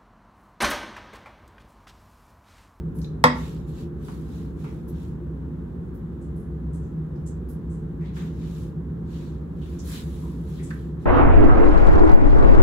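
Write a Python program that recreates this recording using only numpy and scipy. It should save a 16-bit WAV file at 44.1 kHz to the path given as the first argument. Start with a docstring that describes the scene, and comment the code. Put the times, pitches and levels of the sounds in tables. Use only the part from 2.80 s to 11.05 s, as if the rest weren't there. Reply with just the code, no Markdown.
"""Jar knock and hair brushing in a small room

A ventilation fan rushes and keeps the room's low resonances humming. A plastic jar is set down hard
on the counter: a crack, then jar and counter ring. Sleeves and hands rustle, things in the hands tap
lightly, and a small bristle brush flicks and drags over hair in tiny fibre slips.
Two close microphone ports hear it all; the knock overloads them."""
import sys
import numpy as np
from scipy import signal
from scipy.fft import rfft, irfft, next_fast_len
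from scipy.io import wavfile
from scipy.ndimage import uniform_filter1d

SR = 44100
rng = np.random.default_rng(int(sys.argv[2]) if len(sys.argv) > 2 else 0)


def wav_record(signal):
    """Record a signal, one row per channel, as 16-bit PCM in the file named by sys.argv[1]."""
    frames = np.transpose(np.atleast_2d(signal))
    bounded = np.clip(frames, -1, 1)
    # unit amplitude maps onto the largest positive 16-bit level
    quanta = np.round(bounded * 32767).astype(np.int16)
    wavfile.write(sys.argv[1], SR, quanta)


N = 364045


def amp(db):
    """Decibels to gain."""
    return 10 ** (np.asarray(db) / 20)


def unit(x):
    """Scale to rms 1."""
    return x / np.sqrt(np.mean(x ** 2) + 1e-20)


def along(points, hz):
    """Read a curve of (f/Hz, value) points on a log-frequency axis."""
    f, v = np.transpose(points)
    return np.interp(np.log(hz + 1), np.log(f + 1), v)


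def filtered(x, response):
    """Pass x through a frequency response."""
    n = x.shape[-1]
    m = next_fast_len(n + 8192)
    return irfft(rfft(x, m) * response(np.fft.rfftfreq(m, 1 / SR)), m)[..., :n]


def coloured(x, spectrum):
    """EQ x with (f/Hz, level/dB) points, at rms 1."""
    return unit(filtered(x, lambda hz: amp(along(spectrum, hz))))


def band(x, centre_hz, octaves):
    """Pass x through a bell on the log-frequency axis, at rms 1."""
    return unit(filtered(x, lambda hz: 1 / (1 + (np.log2((hz + 1) / centre_hz) / octaves) ** 2 / 2) ** 2))


def add(track, s, sound):
    """Mix a sound in at time s."""
    part = track[..., max(round(s * SR), 0):][..., :sound.shape[-1]]
    part += sound[..., :part.shape[-1]]


def resonant(modes):
    """Noise ringing in (f/Hz, width/Hz, level/dB) resonances, at rms 1."""
    response = lambda hz: sum(amp(db) / (1 + ((hz - centre) / width) ** 2) for centre, width, db in modes)
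    return unit(filtered(rng.standard_normal(N), response))


def steadied(x):
    """Keep the quick beating of x but even out its slow swells."""
    return x / np.sqrt(np.abs(uniform_filter1d(x ** 2, size=SR // 5)) + 1e-6)


def fan(mid_db=-37, side_db=-48, drone_db=-1, boom_db=-40, mains_db=-50, mains_hz=60, lean_db=0.25):
    """Rushing air, the room resonances that it feeds, and a weak mains hum."""
    # air noise common to both ports: f/Hz, relative level/dB
    mid_eq = [(25, -37), (36, -30.5), (52, -9), (80, -11), (94, -13.5), (125, -11), (230, -13.5),
              (350, -20), (490, -26.5), (650, -41), (1000, -38.5), (1650, -46), (2300, -59.5), (3700, -62),
              (4800, -70), (15000, -69)]
    # air noise that differs between the ports: f/Hz, relative level/dB
    side_eq = [(25, -38), (55, 3.5), (90, 5), (180, 6), (450, 1), (640, -8), (770, -1), (900, -13.5),
               (1700, -17.5), (2300, -26.5), (3700, -35), (4800, -39.5), (15000, -46)]
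    # weaker room resonances: f/Hz, width/Hz, relative level/dB
    boom_modes = [(80, 1.9, 4), (126.2, 4, -4), (183.8, 3, 2.5), (226.6, 21, -9), (254.4, 1.2, -4),
                  (279.3, 3.8, -4), (345.4, 9.1, -4), (371.7, 3.3, -8), (437.4, 5.3, -9.5)]
    # slow swell of the two strongest resonances: t/s, relative drone level/dB, hum level/dB
    swell = [(0, -37.5, -31), (1.4, -37.5, -39), (2.6, -35.5, -36), (3.2, -40, -39), (3.95, -30, -33.5),
             (4.3, -44.5, -30), (4.6, -33.5, -36.5), (5.1, -36.5, -32), (6.2, -38, -34.5),
             (7.1, -35, -37.5), (7.45, -33.5, -34.5), (8.25, -37, -33.5)]
    drone_modes, hum_modes = [(67.3, 4.1, 0)], [(155.1, 6.1, 0.0041), (164.4, 4.8, 0.00049)]
    t = np.arange(N) / SR
    s, drone_swell, hum_swell = np.transpose(swell)
    mid = amp(mid_db) * coloured(rng.standard_normal(N), mid_eq)
    mid += amp(boom_db) * resonant(boom_modes)
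    mid += amp(drone_db + np.interp(t, s, drone_swell)) * steadied(resonant(drone_modes))
    mid += amp(np.interp(t, s, hum_swell)) * steadied(resonant(hum_modes))
    side = amp(side_db) * coloured(rng.standard_normal(N), side_eq)
    side += amp(mains_db) * np.sin(2 * np.pi * mains_hz * t)
    return np.array([mid + side, mid - side]) * amp([[-lean_db], [lean_db]])


def fibre_slips(size, per_second, hiss):
    """Tiny random slips of single fibres over a smooth hiss, in stereo."""
    slips = (rng.random(size) < per_second / SR) * rng.standard_normal((2, size))
    return unit(slips) + hiss * rng.standard_normal((2, size))


def brush(gain_db=2, attack_s=0.0041, whistle_octaves=0.3, scratch_db=-12, scratch_hz=5500):
    """Bristles bite quickly and fade as they leave the hair: a whistle over a broad scratch."""
    # flicks over hair: t/s, relative level/dB, whistle f/Hz, length/s
    flicks = [(.147, -61.5, 11000, .09), (.212, -61, 5940, .044), (1.84, -57, 2200, 0.049),
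              (2.078, -55, 12200, .03), (3.138, -65, 12500, .045), (3.41, -69, 8200, .055),
              (3.556, -68, 10300, .09), (3.93, -60.5, 8600, .05), (4.016, -74.5, 7000, 0.073),
              (4.352, -75, 5140, 0.034), (4.459, -54, 7840, .04), (4.685, -56.5, 11570, .049),
              (4.896, -65.5, 8200, 0.086), (5.203, -61, 2060, 0.097), (5.245, -64.5, 3580, .06),
              (6.814, -60, 3080, .046), (6.986, -52, 6300, .03), (7.765, -61, 3500, 0.039),
              (7.785, -55, 1970, 0.037), (7.826, -53, 8060, 0.055)]
    out, t = np.zeros((2, N)), np.arange(SR // 3) / SR
    for s, db, hz, length in flicks:
        pressure = (1 - np.exp(-t / attack_s)) * np.exp(-(t / length) ** 2)
        slips = fibre_slips(len(t), per_second=2200, hiss=0.78)
        whistle = band(slips, hz, whistle_octaves)
        scratch = amp(scratch_db) * band(slips, scratch_hz, octaves=1)
        add(out, s, amp(gain_db + db) * pressure * (whistle + scratch))
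    return out


def taps(click_db=-12, click_hz=2800, click_t60=.05):
    """Small damped contacts: each rings in its own colour under a broad click."""
    # things tapping in the hands: t/s, level/dB, f/Hz, width/octaves, t60/s
    contacts = [(.187, -49, 10000, .9, .035), (.216, -54, 4400, .3, 0.052), (.245, -39, 3930, .1, 0.0249),
                (1.283, -44, 980, .68, .16), (1.841, -44.5, 1000, .5, 0.13), (5.366, -47, 1380, .8, 0.41),
                (7.424, -50, 1020, .19, 0.4), (7.906, -37, 1540, 0.32, 0.13)]
    out, t = np.zeros((2, N)), np.arange(SR // 3) / SR
    for s, db, hz, octaves, t60 in contacts:
        ring = amp(-60 * t / t60) * band(rng.standard_normal((2, len(t))), hz, octaves)
        click_noise = band(rng.standard_normal((2, len(t))), click_hz, octaves=.9)
        click = amp(click_db - 60 * t / click_t60) * click_noise
        add(out, s, amp(db) * (ring + click))
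    return out


def jar(land_s=0.44, ring_db=0.5, crack_db=-5, crack_t60=0.029, wet_db=-6, ring_send_db=-11):
    """The jar's base lands on the counter: a hard crack, then both ring and the room answers."""
    # modes of jar and counter: f/Hz, relative level/dB, t60/s
    modes = [(125, -15, .07), (158, -7, .1), (190, -11, .08), (247, -18, .42), (286, -27, .2),
             (495, -11, .14), (594, -19, .17), (735, -22, .15), (789, -23, .12), (873, -14, .07),
             (907, -7, .1), (955, -2, .04), (1020, -10, .12), (1058, -14, .13), (1084, -17, .22),
             (1160, -18, .15), (1357, -13, .16), (1764, -19, .14), (1940, -18, .12), (2141, -14, .12),
             (2551, -29, .16), (3313, -26, .1), (3635, -25, .09), (5050, -25, .06)]
    # colour of the hard contact: f/Hz, relative level/dB
    crack_eq = [(100, -21.5), (450, -20), (680, -31), (850, -25.5), (1080, 6), (1450, -2), (2050, -1),
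                (2350, -17), (2800, -14), (3600, -10.5), (4300, -18), (5000, -14), (6200, -20),
                (8000, -23.5), (15000, -30.5)]
    thud_delay_s, port_lag_s, build_cycles = .005, .00027, 0.53
    t = np.arange(SR // 2) / SR
    ring = np.zeros(len(t))
    for hz, db, t60 in modes:
        # low bending waves travel slowly through the counter, so the thud trails the clack
        age = np.maximum(t - thud_delay_s * modes[0][0] / hz, 0)
        attack = 1 - np.exp(-age * hz / build_cycles)
        ring += amp(ring_db + db - 60 * age / t60) * attack * np.sin(2 * np.pi * hz * age)
    # the counter radiates little below its lowest mode
    ring = signal.sosfilt(signal.butter(2, 85, "highpass", fs=SR, output="sos"), ring)
    # the jar stands to the right, so the left port hears it later
    ring = filtered(ring, lambda hz: np.exp(1j * np.pi * hz * port_lag_s * np.array([[-1], [1]])))
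    crack = amp(crack_db - 60 * t / crack_t60) * coloured(rng.standard_normal((2, len(t))), crack_eq)
    contact, body = np.zeros((2, 2, N))
    add(contact, land_s, crack)
    add(body, land_s, ring)
    reverb = room(contact + amp(ring_send_db) * body, build_s=.004)
    # long waves reach both ports alike
    reverb[0] += filtered(reverb[1] - reverb[0], lambda hz: 1 / (1 + (hz / 450) ** 4))
    return contact + body + amp(wet_db) * reverb


def patchy(x, depth_db):
    """Fibres catch in bunches: patches of gain a few hundred Hz wide and tens of ms long."""
    spectra = signal.stft(x, nperseg=512)[2]
    patches = uniform_filter1d(rng.standard_normal(spectra.shape[1:]), size=5, axis=0)
    patches = uniform_filter1d(patches, size=7, axis=1)
    return unit(signal.istft(spectra * amp(depth_db * unit(patches)), nperseg=512)[1][:, :N])


def rubbing(body_db=3, roundness=1.9):
    """Hand and brush drag over hair and cloth: dense fibre slips swell and fade with their speed."""
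    # body of the rustle: f/Hz, relative level/dB
    body_eq = [(300, -29.5), (1000, 0.5), (2000, -0.5), (3800, 3), (5000, -3.5), (7500, -4), (9500, -23.5),
               (12000, -14.5)]
    # fizz on top: f/Hz, relative level/dB
    fizz_eq = [(3000, -22), (7000, -12), (10500, -6.5), (15500, -14.5)]
    # strokes: fastest moment t/s, relative level/dB, rise/s, fall/s, fizz boost/dB
    drags = [(.61, -54.5, .05, .11, -2.5), (.89, -66.5, .015, .05, 3), (1.0, -58.5, .04, .04, -3),
             (1.275, -61, .04, .11, 1.5), (1.56, -62.5, .08, .09, -1), (1.81, -64.5, .03, .14, -0.5),
             (2.23, -65, 0.086, .06, -0.5), (5.375, -55.5, .02, .08, -5.5), (5.69, -61, 0.11, .1, -5),
             (5.81, -62.5, 0.095, .055, 2), (6.36, -59.5, .05, .12, -5.5), (6.92, -63, .09, .1, -1),
             (7.115, -50.5, 0.043, .04, 6.5), (7.165, -47.5, 0.03, .045, -3), (7.3, -61.5, .12, .22, 2.5),
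             (7.73, -62, .06, .08, 0.5), (7.92, -63, .06, .11, -1), (8.229, -68, .02, .05, -0.5)]
    t = np.arange(N) / SR
    body = patchy(coloured(fibre_slips(N, per_second=1500, hiss=1.6), body_eq), depth_db=2)
    fizz = patchy(coloured(fibre_slips(N, per_second=830, hiss=1.2), fizz_eq), depth_db=1)
    body_power, fizz_power = np.zeros((2, N))
    for s, db, rise, fall, boost_db in drags:
        from_peak = np.abs(t - s) / np.where(t < s, rise, fall)
        speed = np.exp(-from_peak ** roundness)  # roundness 1 is pointed, 2 is a bell
        body_power += amp(db + body_db) ** 2 * speed
        fizz_power += amp(db + boost_db) ** 2 * speed
    return np.sqrt(body_power) * body + np.sqrt(fizz_power) * fizz


def room(x, build_s):
    """Diffuse reverb off the walls: it fades in, then each frequency dies at its own speed."""
    # decay of the room: f/Hz, t60/s
    decay = [(100, .4), (500, 0.61), (1200, 0.4), (4000, 0.35), (12000, 0.13)]
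    hz, t, spectra = signal.stft(rng.standard_normal((2, SR // 2)), SR, nperseg=256)
    tail = signal.istft(spectra * amp(-60 * t / along(decay, hz)[:, None]), SR, nperseg=256)[1]
    tail *= 1 - np.exp(-(np.arange(tail.shape[1]) / SR / build_s) ** 2)
    return signal.fftconvolve(x, tail / np.linalg.norm(tail[0]), axes=1)[:, :N]


def scene(tap_send_db=-8, brush_send_db=-4):
    """Fan, jar and hands in one room; the taps are closer than the brush, so drier."""
    tapping, brushing = taps(), brush()
    reverb = room(amp(tap_send_db) * tapping + amp(brush_send_db) * brushing, build_s=0.0063)
    return fan() + jar() + rubbing() + tapping + brushing + reverb


def record(dry, top_hz=15800):
    """The ports fall out of phase in two narrow bands and clip at full scale; the very top is cut."""
    # out-of-phase bands: f/Hz, width/Hz, level of the ports' sum/dB
    notches = [(9420, 530, -18), (13300, 520, -44.5)]
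    mid_gain = lambda hz: amp(sum(db * np.exp(-((hz - f) / width) ** 4) for f, width, db in notches))
    mid = filtered((dry[0] + dry[1]) / 2, mid_gain)
    side = filtered((dry[0] - dry[1]) / 2, lambda hz: np.sqrt(2 - mid_gain(hz) ** 2))
    clipped = np.clip([mid + side, mid - side], -1, 1)
    return filtered(clipped, lambda hz: np.clip((top_hz - hz) / 200 + .5, 0, 1))


dry = scene()
out = record(dry)
wav_record(out)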